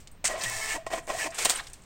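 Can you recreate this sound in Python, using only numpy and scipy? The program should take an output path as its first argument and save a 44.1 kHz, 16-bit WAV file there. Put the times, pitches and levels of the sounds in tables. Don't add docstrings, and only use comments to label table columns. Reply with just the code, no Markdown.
import sys
import numpy as np
from scipy import signal
from scipy.fft import rfft, irfft, next_fast_len
from scipy.io import wavfile
from scipy.ndimage import uniform_filter1d, map_coordinates

SR = 44100
rng = np.random.default_rng(int(sys.argv[2]) if len(sys.argv) > 2 else 0)


def gain_from_decibels(decibels):
    exponent = np.asarray(decibels, float) / 20
    return 10 ** exponent


def transcribe(u):
    v = np.clip(np.atleast_2d(u).T, -1, 1)
    q = np.round(v * 32767).astype(np.int16)
    wavfile.write(sys.argv[1], SR, q)


N = 81585

# start_s, stop_s, top_speed (share of cruise), step_level_db
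FEEDS = [
    (0.283, 0.778, 1, -36.5),
    (0.902, 1, .183, -50),
    (1.076, 1.282, 1, -41.5),
]


def unit(x):
    return x / np.sqrt(np.mean(x ** 2) + 1e-20)


def along(points, hz):
    f, v = np.transpose(points)
    return np.interp(np.log(hz + 1), np.log(f + 1), v)


def curves(rows, off_db=-150):
    s, *cols = np.transpose(rows)
    return [np.interp(np.arange(N) / SR, s, c, off_db, off_db) for c in cols]


def wobble(rate):
    knots = rng.standard_normal(int(N * rate / SR) + 4)
    return map_coordinates(knots, [np.arange(N) * rate / SR])


def filtered(x, response):
    m = next_fast_len(len(x) + SR // 2)
    return irfft(rfft(x, m) * response(np.fft.rfftfreq(m, 1 / SR)), m)[:len(x)]


def hiss(spectrum, grain_db):
    grain = grain_db * wobble(700) + grain_db * wobble(70.14) / 2
    noise = rng.standard_normal(N) * gain_from_decibels(grain)
    return unit(filtered(noise, lambda hz: gain_from_decibels(along(spectrum, hz))))


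def background():
    # freq_hz, level_db per Hz
    air_spectrum = [(100, -0.5), (200, -8), (350, -13.5), (2000, -22.5), (8600, -37), (10000, -61),
                    (13000, -38), (15500, -35)]
    rumble_spectrum = [(8, 3), (22, 3), (70, -20.5), (125, -22), (300, -66)]
    air = gain_from_decibels(-55) * hiss(air_spectrum, grain_db=0.5)
    return air + gain_from_decibels(-50.5 + 1.5 * wobble(6.6)) * hiss(rumble_spectrum, grain_db=3.0)


def room(x):
    # freq_hz, t60_s
    room_decay = [(200, 0.8), (8500, 0.28), (14000, 0.31)]
    hz, t, z = signal.stft(rng.standard_normal(SR // 2), SR, nperseg=256)
    fade = gain_from_decibels(-60 * t / along(room_decay, hz)[:, None])
    tail = signal.istft(z * fade, SR, nperseg=256)[1]
    delayed = np.pad(x, (200, 0))
    return signal.fftconvolve(delayed, tail / np.linalg.norm(tail))[:N]


def chassis(x):
    # freq_hz, width_hz, level_db
    case_modes = [(342, 365, -8), (502, 186, -2), (655, 33, 9), (766, 87, 0.5), (1050, 56, 1.5),
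                  (1500, 410, -11), (1908, 48, 0.5), (2244, 65, -7), (2530, 140, -8), (3130, 390, -14)]

    def response(f):
        return sum((-1) ** k * gain_from_decibels(db) * 1j * f * w / (c * c - f * f + 1j * f * w)
                   for k, (c, w, db) in enumerate(case_modes))
    return filtered(x, response)


def scrapes():
    # start_s, length_s, level_db, centre_hz, spread_octaves
    rubs = [(0.311, 0.1, -50, 4040, 0.52), (0.404, 0.028, -38.5, 4700, 0.49), (0.438, 0.02, -35, 3100, .25),
            (0.42, 0.057, -51, 182, 0.29), (1.017, 0.059, -58.5, 8000, 0.33),
            (1.174, 0.1, -39.5, 2510, 0.17), (1.299, 0.032, -52, 355, .3),
            (0.668, 0.099, -39.5, 2630, 0.24), (0.923, .03, -42.5, 3000, 0.48),
            (1.31, 0.063, -45.5, 1730, 0.84), (1.395, 0.042, -35.5, 2350, 0.17),
            (1.423, 0.027, -61, 470, 0.34), (1.464, 0.027, -38.5, 2470, 0.34), (1.53, 0.047, -41, 1500, .6),
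            (1.555, 0.016, -39, 3230, 0.26), (1.58, 0.029, -32.5, 1870, 0.38),
            (1.583, 0.033, -42, 3700, 0.35), (1.592, 0.026, -41, 1080, 0.48),
            (1.63, .022, -52.5, 5930, 0.71)]
    grain_db, sag_oct = 2, 0.12
    out, t = np.zeros(N), np.arange(N) / SR
    for s, length, db, hz, spread in rubs:
        u = np.clip((t - s) / length, 0, 1)
        grains = rng.standard_normal(N) * gain_from_decibels(grain_db * wobble(500))

        def band(shift_oct):
            return unit(filtered(grains, lambda f: .5 ** ((np.log2((f + 1) / hz) + shift_oct) / spread) ** 2))
        early, late = band(-sag_oct / 2), band(sag_oct / 2)
        out += gain_from_decibels(db) * np.sin(np.pi * u) * ((1 - u) * early + u * late)
    return out


def burst(db, t60, hz, spread_oct):
    # freq_hz, level_db
    mic_colour = [(6000, 0), (8600, 7), (9300, 0), (10000, -16), (15000, -3)]
    snap_db, snap_t60_s, attack_cycles = 2, .003, 1.2
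    t = np.arange(SR // 4) / SR

    def band(f):
        return gain_from_decibels(along(mic_colour, f)) * .5 ** ((np.log2((f + 1) / hz) / spread_oct) ** 2)
    noise = unit(filtered(rng.standard_normal(len(t)), band))
    shape = gain_from_decibels(-60 * t / t60) + gain_from_decibels(snap_db - 60 * t / snap_t60_s)
    return gain_from_decibels(db) * shape * (1 - np.exp(-t * hz / attack_cycles)) * noise


def paper_ticks():
    # start_s, level_db, t60_s, centre_hz, spread_octaves
    ticks = [(.002, -53, 0.18, 5400, 1.8), (0.073, -42.5, 0.039, 4300, 1), (0.115, -51, 0.03, 14100, 0.64),
             (0.115, -56.5, 0.15, 8600, 0.099), (1.07, -42, 0.022, 7500, 1),
             (1.305, -42.5, .05, 5940, 0.54), (1.345, -37.5, 0.06, 8900, 0.4),
             (1.551, -36, 0.042, 8700, 0.16), (1.557, -28.5, 0.037, 8800, 0.12),
             (1.313, -47, 0.036, 8000, 0.76), (1.346, -55, 0.1, 6400, .06), (1.609, -56, 0.018, 7000, 0.55),
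             (1.669, -34.5, 0.0084, 4600, 0.31), (1.671, -40, 0.048, 3480, 1.3),
             (1.684, -45, 0.018, 7460, 0.54), (1.7, -49, 0.035, 8100, 0.83),
             (1.733, -35.5, 0.014, 8350, 0.5), (1.736, -45, 0.075, 5000, 1.4),
             (1.82, -54, 0.048, 7600, 0.21), (1.837, -53, 0.033, 6570, 0.81)]
    spray = np.zeros(N + SR)
    for s, db, t60, hz, spread_oct in ticks:
        spray[round(s * SR):][:SR // 4] += burst(db, t60, hz, spread_oct)
    return spray[:N]


def clacks():
    # start_s, level_db, t60_s, centre_hz, knock_db
    blows = [(.242, -42, 0.036, 3950, -32.5), (.436, -26.5, 0.07, 4330, -35),
             (.498, -29.5, 0.021, 8100, -58), (.865, -40, 0.1, 3000, -26), (0.903, -42, 0.067, 1370, -46),
             (1.102, -41, 0.38, 3500, -51), (1.45, -16.5, 0.022, 6500, -37),
             (1.454, -14, 0.048, 4040, -22.5), (1.464, -49, .07, 4000, -24.5),
             (1.491, -37, 0.039, 9050, -33), (1.496, -17, 0.045, 4560, -29),
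             (1.503, -22, 0.085, 4700, -27.5), (1.513, -31, 0.033, 7000, -37),
             (.984, -36, 0.017, 3970, -44), (1.075, -49, 0.027, 1500, -33.5)]
    spray, knocks, t = np.zeros(N + SR), np.zeros(N + SR), np.arange(SR // 50) / SR
    for s, db, t60, hz, knock_db in blows:
        spray[round(s * SR):][:SR // 4] += burst(db, t60, hz, spread_oct=1.44)
        knock = np.exp(-t / .0001) + 0.57 * np.exp(-t / 0.0022) * rng.standard_normal(len(t))
        knocks[round(s * SR):][:len(t)] += gain_from_decibels(knock_db + 19.5) * knock
    return spray[:N] + chassis(knocks[:N])


def blade_ring():
    # freq_hz, level_db, t60_s
    steel_modes = [(1055, -9, 0.056), (1647, -10, 0.16), (1880, -20, 5.0), (2420, -8, 0.098),
                   (3780, -9, 0.05), (4500, -18, 0.093), (5200, -11, 0.06), (6900, -14, 0.042),
                   (8554, 9.5, 0.11)]
    # start_s, level_db
    strikes = [
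        (1.448, -36),
        (1.454, -33),
        (1.497, -35.5),
        (1.504, -46),
    ]
    longest_t60_s = .06
    out, t = np.zeros(N + SR), np.arange(SR // 4) / SR
    for s, db in strikes:
        for hz, level, t60 in steel_modes:
            level_scatter, pitch_scatter = rng.standard_normal(2)
            decay = gain_from_decibels(db + level + 2.3 * level_scatter - 60 * t / min(t60, longest_t60_s))
            tone = np.sin(2 * np.pi * hz * (1 + .005 * pitch_scatter) * t)
            out[round(s * SR):][:len(t)] += decay * tone
    return out[:N]


def platen_slip():
    # time_s, level_db
    slip_swell = [(.2415, -36), (.244, -28), (.254, -21.5), (.265, -25.5), (.28, -26), (.292, -50),
                  (.31, -71)]
    # freq_hz, level_db per Hz
    slip_spectrum = [(400, -16), (1000, -10), (2000, -3), (4000, -8), (8200, 2.5), (9300, -3), (10200, -22),
                     (16000, -24)]
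    return gain_from_decibels(curves(slip_swell)[0]) * hiss(slip_spectrum, grain_db=1.5)


def cutter_drive():
    # time_s, level_db
    cutting = [(1.322, -54), (1.343, -52), (1.346, -41.5), (1.381, -39.5), (1.386, -28.5), (1.405, -30.5),
               (1.428, -30), (1.434, -33.5), (1.45, -31.5)]
    returning = [(1.45, -27.5), (1.475, -39), (1.488, -36), (1.5, -27.5), (1.53, -35), (1.545, -41),
                 (1.575, -35.5), (1.62, -54), (1.85, -65)]
    # freq_hz, level_db per Hz
    blade_spectrum = [(200, -15), (450, 3.5), (1000, -0.5), (2200, 2), (5200, -2), (8600, 2.5),
                      (9900, -8.5), (16000, -18)]
    effort = gain_from_decibels(curves(cutting)[0]) + gain_from_decibels(curves(returning)[0])
    return effort * hiss(blade_spectrum, grain_db=1.3)


def running():
    t = np.arange(N) / SR
    return uniform_filter1d(1. * sum((t > start) & (t < stop) for start, stop, *_ in FEEDS), size=130)


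def paper_feed():
    # time_s, drag_db, rattle_db (over the drag)
    drags = [
        [(.28, -44.5, 4), (.31, -37.5, 3.5), (.362, -51, 11.5), (.4, -40, -0.5), (.43, -37, -3.5),
         (.5, -37, -6.5), (.735, -34, -13.5), (.765, -39.5, 9), (.8, -71, -8)],
        [(.902, -51.5, 11.5), (.936, -36.5, 6), (.956, -43, 7), (.99, -44, 6), (1.015, -61, 7)],
        [(1.07, -55, -10), (1.08, -46, 5.5), (1.108, -38, 7.5), (1.128, -45.5, 9.5), (1.18, -36, -5.5),
         (1.246, -33.5, -9), (1.272, -40, 10.5), (1.292, -51, -7)],
    ]
    # freq_hz, level_db per Hz
    paper_spectrum = [(470, -38), (800, -3), (1050, -1), (1480, -7), (1810, 6.5), (2840, -6.5), (8550, 2),
                      (10400, -15), (16000, -15)]
    slide = hiss(paper_spectrum, grain_db=1.5)
    gears = unit(chassis(hiss([(100, 0), (5000, 0)], grain_db=3.0)))
    out, on = np.zeros(N), running()
    for rows in drags:
        drag_db, rattle_db = curves(rows)
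        out += gain_from_decibels(drag_db) * (slide + on * gain_from_decibels(rattle_db) * gears)
    return out


def ringing():
    # start_s, freq_hz, level_db, t60_s, attack_s
    free_modes = [(.242, 624, -26, 0.013, 0.0023), (.308, 1914, -38.5, 0.057, 0.0033),
                  (.458, 1906, -37, 0.085, 0.0013), (0.449, 117.2, -47, 0.17, 0.019),
                  (.55, 106, -49.5, 0.11, 0.018), (.78, 655, -41.5, 0.09, 0.0017),
                  (1.178, 1056, -43, 0.042, .004), (.85, 28.4, -53, 0.35, 0.0097),
                  (.865, 777, -39, 0.022, 0.00078), (.868, 1078, -42.5, 0.045, 0.0028),
                  (.934, 660, -36, 0.017, 0.00091), (1.004, 655, -58, 0.051, 0.0041),
                  (1.187, 1916, -35.5, 0.083, 0.0045), (1.283, 662, -44.5, 0.11, 0.003)]
    out, t = np.zeros(N + SR), np.arange(SR // 2) / SR
    for s, hz, db, t60, attack in free_modes:
        shape = gain_from_decibels(db - 60 * (t / t60) ** 2) * (1 - np.exp(-t / attack))
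        tone = np.sin(2 * np.pi * hz * t + 0.27 * wobble(103)[:len(t)])
        out[round(s * SR):][:len(t)] += 2 * shape * tone
    return out[:N] * gain_from_decibels(2.6 * wobble(79.16))


def rotor_swing(rate, turn, cruised):
    main = gain_from_decibels(-32 + 2.5 * wobble(119.0)) * np.exp(-((rate - 655) / 85) ** 4) * np.sin(turn)
    half_step = cruised * gain_from_decibels(-34.5) * np.exp(-((rate - 317) / 45) ** 2) * np.sin(2 * turn)
    slow = gain_from_decibels(-44) * np.exp(-((rate - 446) / 146) ** 2) * np.sin(turn)
    return main + half_step + slow


def cruise_song(t, turn, brake):
    cycle_levels = [-64, -59, -59.5, -47.5, -50, -52.5, -55.5]
    song = sum(gain_from_decibels(level + 4.1 * wobble(54.5)) * np.sin(k * turn / 4 + 0.48 * wobble(68.9))
               for k, level in enumerate(cycle_levels, start=1))
    song *= gain_from_decibels(6 * np.exp(-np.abs(brake - t) / 0.15))
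    return song + gain_from_decibels(-52 + 1.8 * wobble(22.0)) * np.sin(2 * np.pi * 5600 * t + 0.2 * wobble(48))


def stepper():
    # time_s (after start), speed (share of cruise)
    speed_ramp = [(0, .115), (.03, .185), (.05, .275), (.062, .34), (.087, .44), (.105, .6), (.125, .93)]
    # multiple (of the creep rate), level_db
    creep_lines = [(1, -45), (2, -51), (3, -43.5), (4, -65)]
    cruise_hz, creep_hz, creep_s = 1752, 307.6, 0.033
    t, kicks, lines = np.arange(N) / SR, np.zeros(N), np.zeros(N)
    for start, stop, top, db in FEEDS:
        speed = np.minimum(np.interp(t - start, *np.transpose(speed_ramp), right=1), top)
        rate = cruise_hz * speed
        turn = 2 * np.pi * np.cumsum(rate) / SR
        cruised = top > speed_ramp[-2][1]
        brake = stop - creep_s * cruised
        on = uniform_filter1d(1. * ((t > start) & (t < brake)), size=90)
        creep = uniform_filter1d(1. 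* ((t >= brake) & (t < stop)), size=130)

        tilt = 0.15 + 4.5 * speed
        train = sum(k ** -tilt * np.cos(k * turn) * (k * rate < 4000) for k in range(2, 16))
        kicks += on * (1 - speed ** 2) * train * gain_from_decibels(db + 2 * wobble(140))

        moving = speed ** 4 * cruise_song(t, turn, brake) + rotor_swing(rate, turn, cruised)
        crawl = sum(gain_from_decibels(level + 1.9 * wobble(59.6)) * np.sin(2 * np.pi * k * creep_hz * (t - brake))
                    for k, level in creep_lines)
        lines += np.sqrt(2) * (on * moving + creep * crawl)
    return chassis(kicks) + lines


def scene():
    blows = paper_ticks() + clacks() + blade_ring()
    airborne = scrapes() + blows + platen_slip() + cutter_drive() + paper_feed()
    return (background() + gain_from_decibels(-16) * room(airborne) + airborne + ringing() + stepper())[None]


def top_cut(x):
    return signal.sosfilt(signal.butter(12, 16840, fs=SR, output="sos"), x)


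def record(dry):
    clip_top, clip_hardness, top_hz = 0.36, 4, 15900
    x = dry[0] / (1 + np.abs(dry[0] / clip_top) ** clip_hardness) ** (1 / clip_hardness)
    mix = filtered(x, lambda hz: hz < top_hz)[None]
    return top_cut(mix)


dry = scene()
out = record(dry)
transcribe(out)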